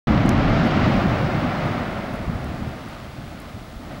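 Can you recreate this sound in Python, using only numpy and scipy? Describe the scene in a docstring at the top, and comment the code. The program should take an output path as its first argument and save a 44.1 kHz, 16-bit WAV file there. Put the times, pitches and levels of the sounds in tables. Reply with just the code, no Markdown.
"""A sudden roar of gas over a deep rumble: a volcanic vent blows out, heard from the crater rim.
The turbulent jet holds for a second and dies away, while large eddies churn in the vent's throat.
Low thuds, each one short pressure swing, come at the outset and again as the roar fades.
Cinders patter faintly on the far slope and a few dry ticks sound close by.
Under it all lie a faint hiss and a thin electrical whine."""
import sys
import numpy as np
from scipy import signal
from scipy.fft import rfft, irfft
from scipy.io import wavfile
from scipy.ndimage import uniform_filter1d

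SR = 44100
rng = np.random.default_rng(int(sys.argv[2]) if len(sys.argv) > 2 else 0)


def master_out(mix):
    """Clip the mix to full scale and print it as 16-bit PCM to the path in sys.argv[1]."""
    frames = np.transpose(np.atleast_2d(mix))
    ceiling = np.clip(frames, -1, 1)
    pcm = np.round(ceiling * 32767).astype(np.int16)
    wavfile.write(sys.argv[1], SR, pcm)


N = 176400

# Envelopes of relative level: time_s, level_db
BACKGROUND_ENVELOPE = [(.07, -2), (.5, -10), (1.0, 1), (4, 1)]
CINDER_ENVELOPE = [(.07, -70), (2.3, -52), (2.8, -53), (2.95, -44.5), (3.08, -55), (3.25, -51), (3.7, -55),
                   (4, -53)]
RUMBLE_ENVELOPE = [(.07, -15.5), (.2, -19), (.45, -18.5), (.7, -19.5), (.85, -18), (1.05, -20.5),
                   (1.25, -24), (1.45, -22.5), (1.55, -27.5), (1.66, -24), (2.0, -32), (2.2, -30.5),
                   (2.5, -32), (2.66, -31.5), (2.76, -36), (3.05, -40.5), (3.22, -38), (3.38, -40),
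                   (3.78, -41.5), (3.94, -35), (4, -36.5)]
SUB_BASS_ENVELOPE = [(.07, -23), (.13, -22), (.26, -29), (.48, -21), (.68, -34), (.85, -28.5), (1.15, -28),
                     (1.5, -38.5), (2.1, -38.5), (2.35, -32.5), (2.66, -35), (2.76, -44.5), (3.25, -40.5),
                     (3.45, -43), (4, -42.5)]
# Envelopes of the jet's two bands, each relative: time_s, body_db, hiss_db
JET_ENVELOPE = [(.07, -25, -36), (.2, -27, -37), (.6, -25, -34), (.7, -25.5, -34), (.82, -25, -33),
                (1.02, -26, -36), (1.35, -28.5, -38.5), (1.66, -28.5, -38.5), (1.95, -32, -42.5),
                (2.3, -36, -47), (2.6, -37.5, -47), (2.8, -40, -48), (3.15, -44, -51.5), (3.4, -43, -51),
                (3.78, -46, -55.5), (3.93, -40, -49), (4, -41, -53)]

# Spectral shapes: frequency_hz, gain_db
BACKGROUND_SPECTRUM = [(1800, -29), (3400, 0), (4900, -3), (6000, -6.5), (8000, -9.5), (10300, -11.5),
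                       (12700, -13), (14800, -17), (15400, -19), (15700, -11.5)]
CINDER_SPECTRUM = [(400, -25), (1200, 6), (2000, -4), (4300, -7), (6000, -17), (10000, -30), (16000, -50)]
TICK_ROLLOFF = [(9500, 0.5), (15500, -9)]
RUMBLE_SPECTRUM = [(40, -18), (70, -10.5), (95, -1.5), (130, 1), (195, 0), (222, 1.5), (245, 0), (272, -3),
                   (305, -2.5), (345, -8.5), (430, -20), (800, -63.5)]
SUB_BASS_SPECTRUM = [(10, -25), (22, -19), (40, -2.5), (55, -6.5), (72, -1), (90, -9.5), (130, -7.5),
                     (300, -78)]
JET_BODY_SPECTRUM = [(120, -11.5), (300, -6), (380, -1.5), (440, -4.5), (520, -0.5), (610, 1.5), (735, 1),
                     (830, -3), (980, -6), (1200, -4), (1400, -5), (1650, -10.5), (2100, -11.5),
                     (3200, -42), (8000, -80)]
JET_HISS_SPECTRUM = [(800, -21), (1500, -3.5), (2100, 0), (2600, -0.5), (3150, -4.5), (4000, -8.5),
                     (5000, -13), (6300, -22), (8000, -32.5), (10500, -60), (16000, -80)]

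# Dry clicks, levels before filtering: start_s, level_db, decay_s, centre_hz, half_width_octaves
TICKS = [(0.262, -30, 0.001, 5000, .6), (0.2926, -13.5, 0.00062, 8000, .75), (.499, -33, .001, 13500, .25),
         (.658, -38, .002, 11500, .2), (.674, -37, .002, 11500, .2), (1.66, -43, .005, 10800, .15),
         (2.105, -44, .002, 12000, .2), (2.137, -39.5, .005, 11300, .16), (2.156, -39, .004, 11500, .22),
         (2.444, -37, 0.0033, 11300, .28), (2.886, -39, .005, 10400, .08), (2.911, -45, .001, 12000, .2),
         (3.401, -36, .004, 12000, .2), (3.419, -37, .002, 12000, .3)]
# Low pressure pulses: centre_s, level_db, pitch_hz
THUDS = [(0.123, -11, 70.5), (0.256, -5.5, 216), (2.28, -16.5, 81), (2.299, -12.5, 139), (2.358, -20, 123),
         (2.625, -17, 138), (2.652, -19.5, 98), (2.677, -18.5, 111), (3.19, -29, 114), (3.241, -27, 130),
         (3.547, -26, 89), (3.772, -28.5, 45.7)]


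def amp(db):
    """Amplitude grows tenfold for every 20 dB."""
    return 10 ** (np.asarray(db) / 20)


def unit(x):
    """Normalisation to an rms of 1."""
    return x / np.sqrt(np.mean(x ** 2) + 1e-20)


def envelope(table, column=1):
    """Exponential growth and decay: gain per sample along straight lines in dB."""
    rows = np.array(table)
    return amp(np.interp(np.arange(N) / SR, rows[:, 0], rows[:, column]))


def colour(x, spectrum):
    """Linear filtering: the spectrum of x is multiplied by a gain curve."""
    hz, db = np.transpose(spectrum)
    f = np.fft.rfftfreq(len(x), 1 / SR)
    gain = amp(np.interp(np.log(f + 1), np.log(hz), db))
    return irfft(rfft(x) * gain, len(x))


def wander(rate_hz):
    """Random modulation: noise of rms 1, from 2 Hz up to about the given rate."""
    f = np.fft.rfftfreq(N, 1 / SR)
    band = (f > 2) / (1 + (f / rate_hz) ** 2)
    return unit(irfft(rfft(rng.standard_normal(N)) * band, N))


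def steady_noise(spectrum, window_samples=8000):
    """Coloured noise divided by its running rms keeps a steady power."""
    noise = colour(rng.standard_normal(N), spectrum)
    return noise / np.sqrt(uniform_filter1d(noise ** 2, window_samples) + 1e-20)


def add(mix, start_s, sound):
    """Superposition of a delayed sound on the mix."""
    part = mix[max(round(start_s * SR), 0):][:len(sound)]
    part += sound[:len(part)]


def background(whine_hz=15654, waver_db=1):
    """Broadband hiss and an amplitude-modulated electrical whine share one envelope."""
    tone = np.sqrt(2) * np.sin(2 * np.pi * whine_hz * np.arange(N) / SR)
    whine = tone * amp(waver_db * wander(12))
    hiss = steady_noise(BACKGROUND_SPECTRUM)
    return (amp(-55) * hiss + amp(-69.5) * whine) * envelope(BACKGROUND_ENVELOPE)


def cinders(hits_per_s=450, spread_db=3, decay_s=0.0018):
    """Incoherent addition: cinders strike the far slope at random, and their energies sum."""
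    t = np.arange(512) / SR
    landings = rng.random(N) < hits_per_s / SR
    strengths = amp(spread_db * np.minimum(rng.exponential(1, N), 4))
    energy = signal.fftconvolve((landings * strengths) ** 2, np.exp(-2 * t / decay_s))[:N]
    patter = np.sqrt(np.abs(energy)) * rng.standard_normal(N)
    return unit(colour(patter, CINDER_SPECTRUM)) * envelope(CINDER_ENVELOPE)


def ticks():
    """A brief transient has a broad spectrum; a band-pass curve gives each tick its own brightness."""
    t, out = np.arange(2048) / SR, np.zeros(N)
    f = np.geomspace(300, 20000, num=120)
    for start_s, level_db, decay_s, centre_hz, half_width_octaves in TICKS:
        click = np.zeros(N)
        add(click, start_s, amp(level_db) * np.exp(-t / decay_s) * rng.standard_normal(len(t)))
        detuning = np.log2(f / centre_hz) / half_width_octaves
        band_db = -10 * np.log10(1 + detuning ** 2)
        out += colour(click, np.c_[f, band_db])
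    return amp(-1) * colour(out, TICK_ROLLOFF)


def thuds(width_cycles=0.41, phase_rad=0.72):
    """A gas burst or wind buffet is a pressure pulse: about one cycle under a Gaussian window."""
    t, out = np.arange(N) / SR, np.zeros(N)
    for centre_s, level_db, pitch_hz in THUDS:
        cycles = (t - centre_s) * pitch_hz
        window = np.exp(-(cycles / width_cycles) ** 2 / 2)
        out += amp(level_db) * window * np.cos(2 * np.pi * cycles + phase_rad)
    return out


def rumble(churn_db=1.03):
    """Large eddies turn over slowly, so gas churning in the vent's throat radiates low frequencies."""
    eddies = steady_noise(RUMBLE_SPECTRUM) * envelope(RUMBLE_ENVELOPE)
    churn = amp(churn_db * wander(20))
    sub_bass = steady_noise(SUB_BASS_SPECTRUM) * envelope(SUB_BASS_ENVELOPE)
    return eddies * churn + sub_bass


def jet(flutter_db=0.1, sputter_db=0.68):
    """Turbulent gas radiates broadband noise: body and hiss flutter together, and the hiss sputters."""
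    body = steady_noise(JET_BODY_SPECTRUM) * envelope(JET_ENVELOPE, column=1)
    hiss = steady_noise(JET_HISS_SPECTRUM) * envelope(JET_ENVELOPE, column=2)
    sputter = amp(sputter_db * wander(130))
    flutter = amp(flutter_db * wander(15))
    return (amp(1.32) * body + amp(0.6) * hiss * sputter) * flutter


def scene():
    """Superposition: the pressures of all sources add at one point on the rim."""
    return (rumble() + jet() + thuds() + cinders() + ticks() + background())[None]


def record(dry, start_s=0.071, rise_s=0.0015, cutoff_hz=15900):
    """Gating and band limiting: the sound starts abruptly and loses its highest treble."""
    gate = np.clip((np.arange(N) / SR - start_s) / rise_s, 0, 1)
    lowpass = signal.firwin(1023, cutoff_hz, window=("kaiser", 9), fs=SR)
    return signal.oaconvolve(dry * gate, lowpass[None], "same")


dry = scene()
out = record(dry)
master_out(out)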